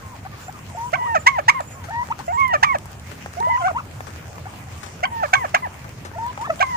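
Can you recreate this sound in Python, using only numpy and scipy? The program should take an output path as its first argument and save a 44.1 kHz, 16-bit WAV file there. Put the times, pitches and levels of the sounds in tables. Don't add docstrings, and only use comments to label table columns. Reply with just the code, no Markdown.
import sys
import numpy as np
from scipy import signal
from scipy.fft import rfft, irfft
from scipy.io import wavfile
from scipy.ndimage import uniform_filter1d, minimum_filter1d

SR = 44100
rng = np.random.default_rng(int(sys.argv[2]) if len(sys.argv) > 2 else 0)


def makeup_ratio(level_db):
    decades = np.asarray(level_db, float) / 20
    return 10 ** decades


def to_wav(sig):
    pcm = np.clip(np.atleast_2d(sig), -1, 1) * 32767
    pcm = np.round(pcm).astype(np.int16)
    wavfile.write(sys.argv[1], SR, pcm.T)


N = 298116

# left_lag_samples, left_minus_right_db
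PLACES = [
    (19, 1),
    (8, 3.5),
]


def read(table, hz):
    f, db = np.transpose(table)
    return np.interp(np.log(hz), np.log(f), db)


def band(x, lo_hz, hi_hz):
    sos = signal.butter(2, [lo_hz, min(hi_hz, .49 * SR)], "bandpass", fs=SR, output="sos")
    y = signal.sosfilt(sos, x)
    return y / np.sqrt(np.mean(y ** 2))


def walk(rate_hz, size=N):
    k = max(int(SR / rate_hz), 1)
    held = np.repeat(rng.standard_normal(size // k + 1), k)
    return 2.78 * uniform_filter1d(uniform_filter1d(held, k), k)[:size]


def add(out, start_s, sound, lag, pan_db):
    for ear, (late, db) in enumerate([(max(lag, 0), pan_db / 2), (max(-lag, 0), -pan_db / 2)]):
        i = int(start_s * SR + late)
        n = min(len(sound), N - i)
        out[ear, i:i + n] += makeup_ratio(db) * sound[:n]


def rain():
    # time_s, level_db
    shower_db = [
        (0.0, -53),
        (1.62, -53),
        (5.12, -52.5),
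        (5.29, -50),
        (6.14, -54),
        (6.76, -50.5),
    ]
    # freq_hz, density_db
    rumble_db = [(15, -24), (25, -18), (43, -21.5), (63, -8), (87, 1), (329, -17.5), (367, -19)]
    # freq_hz, density_db
    hiss_db = [(764, -18), (1250, -21), (2450, -24.5), (3790, -33.5), (6890, -30.5), (10100, -40),
               (14700, -41.5), (16400, -23)]
    patter_per_s, patter_spread_db = 600, 4.0
    alike_hz, spectrum_db = 540, 39
    swell_db, flicker_db = .55, 1.1

    s, level_db = np.transpose(shower_db)
    shower = np.interp(np.arange(N) / SR, s, level_db)
    strength = makeup_ratio(patter_spread_db * np.minimum(rng.exponential(size=(2, N)), 5))
    hits = (rng.random((2, N)) < patter_per_s / SR) * strength
    patter = hits * rng.standard_normal((2, N))
    hiss = 0.46 * patter / patter.std() + rng.standard_normal((2, N))

    hz = np.maximum(np.fft.rfftfreq(N, 1 / SR), 1)
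    alike = 1 / (1 + (hz / alike_hz) ** 2.26)
    common = rfft(rng.standard_normal(N))
    mix = np.sqrt(alike) * common + np.sqrt(1 - alike) * rfft(hiss / hiss.std())
    mix *= makeup_ratio(read(rumble_db + hiss_db, hz) + spectrum_db + shower.mean())

    gust = shower - shower.mean() + swell_db * walk(30)
    out = 0
    for step in np.arange(8, 30):
        share = np.clip(1 - abs(2 * np.log2(hz) - step), 0, 1)
        db = flicker_db * walk(25) + np.clip((step - 16) / 4, 0, 1) * gust
        out = out + makeup_ratio(db) * irfft(mix * share, N)
    return out


def call(rows, turn_db):
    # freq_hz, level_db
    beak = [(600, -22.5), (2000, -11), (3200, -24), (4600, -32), (6400, -25), (8500, -43.5), (15000, -64)]
    edge_s, burst_s, tail_db = .0043, .024, -15
    jitter, flutter_db, croak_db = .005, .6, -17
    bright_db_per_hz = .048

    s, *columns, starts = np.transpose(rows)
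    t = np.arange(s[0] - edge_s, s[-1] + edge_s, 1 / SR)
    n = len(t)
    hz, first_db, second_db, third_db, brass_db, rasp_db = (np.interp(t, s, c) for c in columns)
    turn = turn_db[(t * SR).astype(int).clip(0, N - 1)]
    second_db = second_db + bright_db_per_hz * np.clip(hz - 1000, -120, 150) + turn
    third_db = third_db + turn
    since_s = t - starts[np.maximum(np.searchsorted(s, t) - 1, 0)] + edge_s

    phase = 2 * np.pi * np.cumsum(hz * (1 + jitter * walk(175.4, size=n))) / SR
    tone = np.sin(phase) + makeup_ratio(second_db + flutter_db * walk(184.0, size=n)) * np.sin(2 * phase)
    tone += makeup_ratio(third_db) * np.sin(3 * phase)
    tone += makeup_ratio(third_db - 7) * np.clip((3000 - 4 * hz) / 400, 0, 1) * np.sin(4 * phase)

    effort = makeup_ratio(first_db) * (1 + makeup_ratio(second_db))
    puff = uniform_filter1d(np.exp(-(since_s / burst_s) ** 4 / 2), size=90) + makeup_ratio(tail_db)
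    burst = (1 + makeup_ratio(second_db)) * np.minimum(effort / 0.5, 1) * puff
    for k in range(4, 14):
        db = brass_db + read(beak, k * hz) + 3 * walk(229.7, size=n)
        tone += burst * makeup_ratio(db) * np.sin(k * phase) * (k * hz < .45 * SR)

    air = rfft(rng.standard_normal(n))
    air = irfft(air * makeup_ratio(read(beak, np.fft.rfftfreq(n, 1 / SR) + 1)), n)
    air = 0.83 * band(air * (1 + np.cos(phase)), 900, 17000)
    croak = makeup_ratio(third_db + croak_db) * np.clip((850 - hz) / 150, .2, 1)
    tone = np.sqrt(2) * tone + (burst * makeup_ratio(rasp_db) + croak) * air
    edge = np.clip(np.minimum(t - t[0], t[-1] - t) / edge_s, 0, 1) ** 2
    return t[0], tone * edge * makeup_ratio(first_db + flutter_db * walk(118.3, size=n))


def syllable(shape, start_s, length_s, from_hz, to_hz, level_db):
    join_s = .002
    return [(start_s + join_s + when * (length_s - 2 * join_s), from_hz + glide * (to_hz - from_hz),
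             level_db + rel_db, *upper)
            for when, glide, rel_db, *upper in shape]


def phrases(bird, breath_s):
    parts = sorted((*row, shape, brass_db, rasp_db)
                   for rows, shape, brass_db, rasp_db in bird for row in rows)
    out, end = [], -1
    for (s, length, *rest, shape, brass_db, rasp_db), later in zip(parts, parts[1:] + [(99,)]):
        if s - end > breath_s:
            out.append([])
        end = s + length
        if breath_s > 0:
            end = min(end, later[0])
        out[-1] += [(*row, brass_db, rasp_db, s) for row in syllable(shape, s, end - s, *rest)]
    return out


def far_birds():
    # length_share, glide_share, level_db, second_minus_first_db, third_minus_first_db
    falls = [(0.02, .1, 1070, 1030, -46), (0.12, .055, 1030, 640, -44), (0.32, .04, 1200, 1120, -45),
             (0.54, .035, 1250, 1180, -45), (0.69, .05, 1050, 720, -46), (1.75, .11, 1130, 800, -46),
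             (3.692, .028, 1420, 555, -30), (3.792, .02, 1360, 850, -31), (4.34, .055, 1170, 1060, -47),
             (4.385, .03, 680, 560, -45), (4.475, .04, 1180, 1130, -46), (4.668, .02, 770, 720, -44),
             (4.76, .055, 1160, 1130, -49), (6.232, .072, 1850, 1500, -45), (6.457, .03, 1250, 587, -34),
             (6.472, .03, 1870, 1720, -40)]
    fall = [(0, 0, 0, -20, -36), (.45, 0.25, 1, -18, -34), (1, 1, -3, -20, -30)]
    clucks = [(0.25, 0.019, 740, 804, -40), (0.482, 0.018, 710, 840, -37.5),
              (1.885, 0.032, 652, 870, -36.5), (3.4, 0.0086, 398, 412, -36.5),
              (4.455, 0.018, 706, 860, -38), (5.08, 0.031, 874, 920, -48), (6.135, 0.022, 892, 945, -44.5)]
    cluck = [(0, 0.1, 5.5, 3, -7), (.35, 0.18, 2, -7.5, -26), (0.999, 0.88, 6.5, -1, -37)]
    chirps = [(0.255, 0.024, 1090, 1260, -42), (1.006, 0.072, 866, 1266, -30.5),
              (2.102, 0.027, 848, 1324, -21), (2.19, 0.022, 754, 1100, -29),
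              (3.677, 0.013, 1089, 1435, -21.5), (3.722, 0.026, 684, 900, -38),
              (3.748, .045, 876, 1380, -23.5), (6.385, 0.083, 809, 1370, -29),
              (6.445, 0.022, 1640, 1800, -34.5)]
    chirp = [(0, 0, -6, -20, -28), (.45, .22, 3, -18, -26), (.7, .45, -2, -20, -26), (.9, .9, -1, -20, -26),
             (1, 1, -5, -22, -28)]
    pipes = [
        (0.748, 0.15, 929, 990, -35.5),
        (3.47, 0.16, 964, 1048, -31.5),
        (6.158, 0.16, 932, 1004, -35),
    ]
    pipe = [(0, -4, 5.5, -21, -35), (.13, -3, -1.5, -1, -35), (.17, -0.5, 7, -19, -40),
            (0.598, 0.25, 8, -14, -40), (.92, 1, 5, -38, -16), (0.998, 1, 2, -34, -31)]
    helds = [
        (0.958, 0.0371, 630, 715, -34.5),
        (1.905, 0.13, 888, 994, -22),
    ]
    held = [(0, 0.079, -13, -3, -18), (.4, .5, -4, -2, -26), (1, 1, -3, -9, -33)]
    putts = [
        (6.495, .042, 650, 580, -19.5),
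        (5.05, 0.0176, 1600, 700, -29.5),
        (6.624, 0.017, 774, 600, -23.5),
        (6.592, 0.0082, 1500, 1900, -36),
    ]
    putt = [(0, 0.13, -3, -16, -22), (.22, .1, 3, 0.5, -11), (.5, 0, -7.5, -8, -30), (1, 1, -13, -2, -30)]
    # events, shape, brass_db, rasp_db
    voices = [(pipes, pipe, -20, -16), (chirps, chirp, -22.5, -7), (falls, fall, -20, -14),
              (clucks, cluck, -14, -10), (helds, held, -20, -20), (putts, putt, -20, -16)]
    out = np.zeros((2, N))
    for rows in phrases(voices, -9):
        add(out, *call(rows, np.zeros(N)), *PLACES[1])
    return out


def chick():
    # start_s, length_s, pitch_hz, level_db
    peeps = [(0.413, 0.094, 7200, -47), (0.718, .06, 7470, -50), (0.812, .05, 6320, -47),
             (1.157, 0.081, 7120, -44), (1.615, 0.076, 7170, -45), (1.698, 0.064, 7040, -46),
             (2.25, .085, 7120, -48), (2.336, 0.045, 7370, -45)]
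    out = np.zeros((2, N))
    for start_s, length_s, pitch_hz, level_db in peeps:
        n = int(length_s * SR)
        hz = pitch_hz * (1 + .007 * walk(250, size=n))
        level = np.hanning(n) ** 0.082 * makeup_ratio(level_db + 2.3 * walk(79, size=n))
        add(out, start_s, np.sin(2 * np.pi * np.cumsum(hz) / SR) * level, 10, -7)
    return out


def splash(start_s, peak_db, low_db, pan_db, hz, t60_s, rise_s):
    t, out = np.arange(SR // 5) / SR, np.zeros((2, N))
    noise = rng.standard_normal((2, len(t)))
    bright = band(noise[0], hz / 3.7, hz * 1.4)
    knock = band(band(noise[1], 331, 1720), 246, 1900)
    decay = makeup_ratio(-60 * t / t60_s) * np.clip(t / rise_s, 0, 1)
    add(out, start_s, makeup_ratio(peak_db + 6.5) * (bright + makeup_ratio(low_db) * knock) * decay, -2.5 * pan_db, pan_db)
    return out


def drops():
    # start_s, peak_db, low_minus_peak_db, left_minus_right_db
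    leaf_drops = [(0.5252, -48, -12, 12), (0.5894, -49.5, 15.5, 3), (0.6994, -48.5, 14, 6.5),
                  (0.9203, -47, -10, -13), (1.6054, -40, -5, 5), (1.8956, -46, 3, 7), (2.0574, -62, 8, 6),
                  (2.0867, -51, 19, 5), (2.2655, -47, -13, 9), (2.4006, -41.5, -7, 5.5),
                  (2.785, -39, -23, 6.5), (2.9966, -43.5, -11, 2), (3.2599, -43.5, 19, 3.5),
                  (3.3323, -46, -16, 5.5), (3.4016, -40, -11, 9), (3.427, -48, 23, 7),
                  (4.0051, -44.5, 20, 5), (4.1599, -48, 12, 5), (4.3814, -54.5, 21.5, 5),
                  (4.5374, -57, 23.5, 4), (5.4924, -45, -13, 7), (5.7618, -58, -5, 3), (5.8431, -49, 3, 6),
                  (5.892, -45, -10, 9), (6.115, -60, 22, 3), (6.33, -54, 7, 0), (6.376, -49, 24.5, 4.5),
                  (6.539, -51, 11, 1)]
    ticks = [
        (2.4793, -37.5, -14, 7.7),
        (2.8564, -41, 5, 2.8),
        (2.9168, -45, -5, 4.5),
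        (6.264, -43, 9, 6.1),
    ]
    spills = [(1.8395, -50, 6, 8), (2.1895, -48.5, 8, 11), (3.1123, -52.5, 7, 9), (4.0681, -49.5, 7.5, 9.5),
              (4.811, -53, -16, 6), (4.8306, -45.5, 5.5, 9.5), (4.8596, -48.5, 4, 7),
              (5.7986, -62, -15, 13), (5.8427, -60.5, 17, 5.5), (6.0493, -46.5, 7.5, 6),
              (6.4107, -47.5, 8.5, 7)]
    out = np.zeros((2, N))
    for rows, hz in [(leaf_drops, 6300), (ticks, 15000)]:
        for row in rows:
            out += splash(*row, hz, .016, .0002)
    for row in spills:
        out += splash(*row, 5500, .15, .00029)
    return out


def dips(x):
    # port (0 left, 1 right), centre_hz, width_hz
    bands = [
        (0, 1125, 130),
        (1, 1030, 120),
        (0, 1000, 300),
        (0, 2150, 500),
    ]
    # time_s, then one depth_share (0-1) per band
    depth_share = [(2, 0.77, 0.85, 0.0082, .4), (2.199, 0, 0.33, 0.8, 0.38), (2.9, 0.078, 0, .75, 0.5),
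                   (3.2, 0.17, 0.32, 0, 0.29), (4.5, .75, .7, 0, 0.47)]
    s, *depths = np.transpose(depth_share)
    out = x.copy()
    for depth, (port, hz, width) in zip(depths, bands):
        lost = signal.lfilter(*signal.iirpeak(hz, hz / width, fs=SR), out[port])
        out[port] -= np.interp(np.arange(N) / SR, s, np.clip(depth, 0, 1)) * lost
    return out


def near_bird():
    # length_share, glide_share, level_db, second_minus_first_db, third_minus_first_db
    soft_puffs = [
        (0.929, 0.026, 600, 780, -18.5),
        (5.029, 0.023, 635, 776, -16.5),
        (6.601, 0.024, 641, 800, -14.5),
    ]
    soft_puff = [(0, 0, -2, -12, -18), (.25, .4, 1, -3, -8), (.55, .8, 0, 2, -4), (.8, .95, -3, 4, -2),
                 (1, 1, -8, 4, -5)]
    puffs = [
        (1.262, 0.025, 936, 1087, -8),
        (1.48, 0.024, 867, 1174, -5.5),
        (2.627, 0.016, 767, 1045, -5.5),
    ]
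    puff = [(0, 0, -6, -3, -20), (.22, .22, 0, 4, -15), (.5, .48, -1.5, 4, -17), (.72, .75, -1, 5, -17),
            (1, 1, -6, 1, -20)]
    low_puffs = [
        (5.331, 0.02, 751.5, 788, -12),
        (5.542, 0.018, 651, 817, -12.5),
    ]
    low_puff = [(0, 0, -3, -4, -12), (.25, 0.24, 0.5, 6.5, 1.5), (.55, 0.95, -2, 6.5, -6.5),
                (1, 1, -9, 11.5, -15)]
    rings = [(0.955, 0.028, 1106, 970, -25.5), (1.286, 0.047, 1127, 1064, -15.5),
             (1.504, 0.015, 1232, 1152, -22), (2.645, 0.022, 1222, 1194, -17),
             (5.053, 0.033, 1106, 900, -23.5), (5.353, 0.036, 1131, 1088, -18),
             (5.564, 0.018, 1235, 1140, -25.5), (6.625, 0.038, 1130, 1018, -16)]
    ring = [(0, 0, 9, -21, -19), (.4, .5, -6.5, -5.5, -39), (1, 0.92, -7, -15, -26)]
    whistles = [(0.985, 0.16, 1010, 884, -23), (2.38, 0.078, 1118, 1049, -14.5),
                (2.47, .06, 1023, 918, -19), (3.49, 0.077, 1030, 953, -18), (5.115, 0.115, 946, 863, -27),
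                (6.67, 0.092, 1045, 933, -22)]
    whistle = [(0, 0.12, -1, -12.5, -32), (.3, .2, 0, -9, -27), (.7, .6, 0, -2.5, -26.5),
               (1, 0.9, 0.32, -4, -22)]
    arches = [(1.322, 0.057, 1068, 810, -24.5), (1.545, 0.054, 1087, 893, -23.5),
              (2.672, 0.076, 1146, 900, -18.5), (5.39, 0.047, 1017, 876, -27),
              (5.622, 0.033, 1039, 885, -25)]
    arch = [(0, 0, -0.5, -15, -29), (.4, .1, 2.5, -9, -35), (.7, .3, 4, -7.5, -31), (1, 0.82, -3.5, 1, -22)]
    breaks = [(1.145, 0.037, 841, 580, -19), (1.383, 0.022, 813, 560, -20.5), (1.6, 0.017, 794, 565, -27),
              (2.53, 0.036, 790, 568, -19), (2.744, 0.021, 880, 555, -20), (5.226, .036, 827, 560, -22.5),
              (5.443, 0.019, 766, 549, -24), (5.667, 0.011, 744, 540, -33.5)]
    low_break = [(0, 0, 5, -15, -26), (.2, .45, 3.5, 4.5, -20), (.36, 0.74, 2, 5.5, -10),
                 (.7, 0.89, 0.5, 7, -6), (1, 0.98, -8, -4, 2)]
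    swells = [
        (2.324, 0.047, 932, 943, -18),
        (3.406, 0.092, 908, 1034, -17.5),
        (3.566, 0.0166, 1040, 1500, -31),
    ]
    swell = [(0, 0.042, -1.14, -18, -36.5), (0.351, 0.348, -1.5, -11.5, -38), (1, 1, 0, -17.5, -30)]
    low_swells = [
        (2.279, 0.041, 650, 751.5, -20),
        (3.368, 0.033, 670, 768, -27),
    ]
    low_swell = [(0, 0.1, -2, -8, -14), (.5, 0.4, -1, -6, -14), (.85, .9, 0, -4, -16), (1, 1, -3, -8, -22)]
    croons = [
        (3.598, .12, 681.5, 783, -15),
    ]
    croon = [(0, 1.35, -14, -15, -25), (.2, 0.15, -8.5, 6, -16), (.4, 0.01, -6.5, 2, -12),
             (0.621, 0.9, 2.5, 3, -26), (.7, .6, -7, 1, -18), (.9, 0.082, -11, 4, -19),
             (1, -0.67, -7.5, -10, -21)]
    # time_s, upper_partials_db, left_minus_right_db
    head = [(0.932, 6, -3.5), (1.049, -4, -3), (1.16, 0.5, -1.5), (1.27, -1, 0.5), (1.5, -5.5, -1),
            (2.3, -4, 8.5), (2.43, -8, -1.5), (2.521, 2.5, 2), (2.64, -1, -1), (2.72, -3.5, 1.5),
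            (3.45, -5, -3), (3.66, -2.5, 0), (5.04, 3, 0.5), (5.17, -5, -2.5), (5.35, 3, 0),
            (5.6, -1, -0.5), (6.62, 1.5, -1.5), (6.72, -8.5, -3.5)]
    # events, shape, brass_db, rasp_db
    yelper = [(puffs, puff, -7, -12.5), (low_puffs, low_puff, -19, -7), (rings, ring, -18, -14.5),
              (whistles, whistle, -12, -30), (arches, arch, -16, -32), (breaks, low_break, -11, -13),
              (swells, swell, -21, -32), (low_swells, low_swell, -20, -20),
              (soft_puffs, soft_puff, -19, -8)]
    croon_part = [(croons, croon, -7, -2.5)]
    breath_s = .026

    s, *turns = np.transpose(head)
    turn_db, pan_db = (np.interp(np.arange(N) / SR, s, c) for c in np.clip(turns, -10, 2.5))
    out = np.zeros((2, N))
    for rows in phrases(yelper, breath_s) + phrases(croon_part, breath_s):
        add(out, *call(rows, turn_db), *PLACES[0])
    return dips(out) * makeup_ratio(np.array([pan_db, -pan_db]) / 2)


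def poultry():
    out = near_bird() + far_birds()
    shade = signal.lfilter(*signal.butter(1, 1500, fs=SR), out[0])
    out[0] = .62 * out[0] + .45 * shade
    out[1] *= makeup_ratio(1.2)
    return out + chick()


def scatter(t60_s, level_db, start_s):
    t = np.arange(SR // 3) / SR
    echoes = rng.standard_normal((2, len(t))) * makeup_ratio(-60 * t / t60_s) * (t > start_s)
    return echoes * makeup_ratio(level_db) / np.sqrt(np.sum(echoes ** 2, axis=1, keepdims=True))


def scene():
    near = poultry() + drops()
    echoes = scatter(.045, -13, .0006) + scatter(.16, -15, .00019)
    return near + signal.fftconvolve(near, echoes, axes=1)[:, :N] + rain()


def holes(x):
    from_hz, hole_share = 9500, .13
    hz, _, z = signal.stft(x, SR, window="cosine", nperseg=2048, noverlap=1024)
    power = uniform_filter1d((np.abs(z) ** 2).sum(axis=0), size=2, axis=1)
    strip = uniform_filter1d(power, size=6, axis=0) / uniform_filter1d(power, size=80, axis=0)
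    share = hole_share * np.interp(hz, [from_hz - 1500, from_hz, 12500, 15000], [0, .4, 1, .2])
    rank = np.argsort(np.argsort(strip, axis=None)).reshape(strip.shape) / strip.size
    weak = -minimum_filter1d(-1. * (rank < share[:, None]), size=4, axis=0)
    return signal.istft(z * (1 - weak), SR, window="cosine", nperseg=2048, noverlap=1024)[1][:, :N]


def top_cut(x):
    return signal.sosfilt(signal.butter(12, 16560, fs=SR, output="sos"), x)


def record(dry):
    low_pass = signal.ellip(14, .2, 95, 15500, fs=SR, output="sos")
    cut = signal.sosfilt(low_pass, holes(dry))
    return top_cut(np.clip(cut, -1, 1))


dry = scene()
out = record(dry)
to_wav(out)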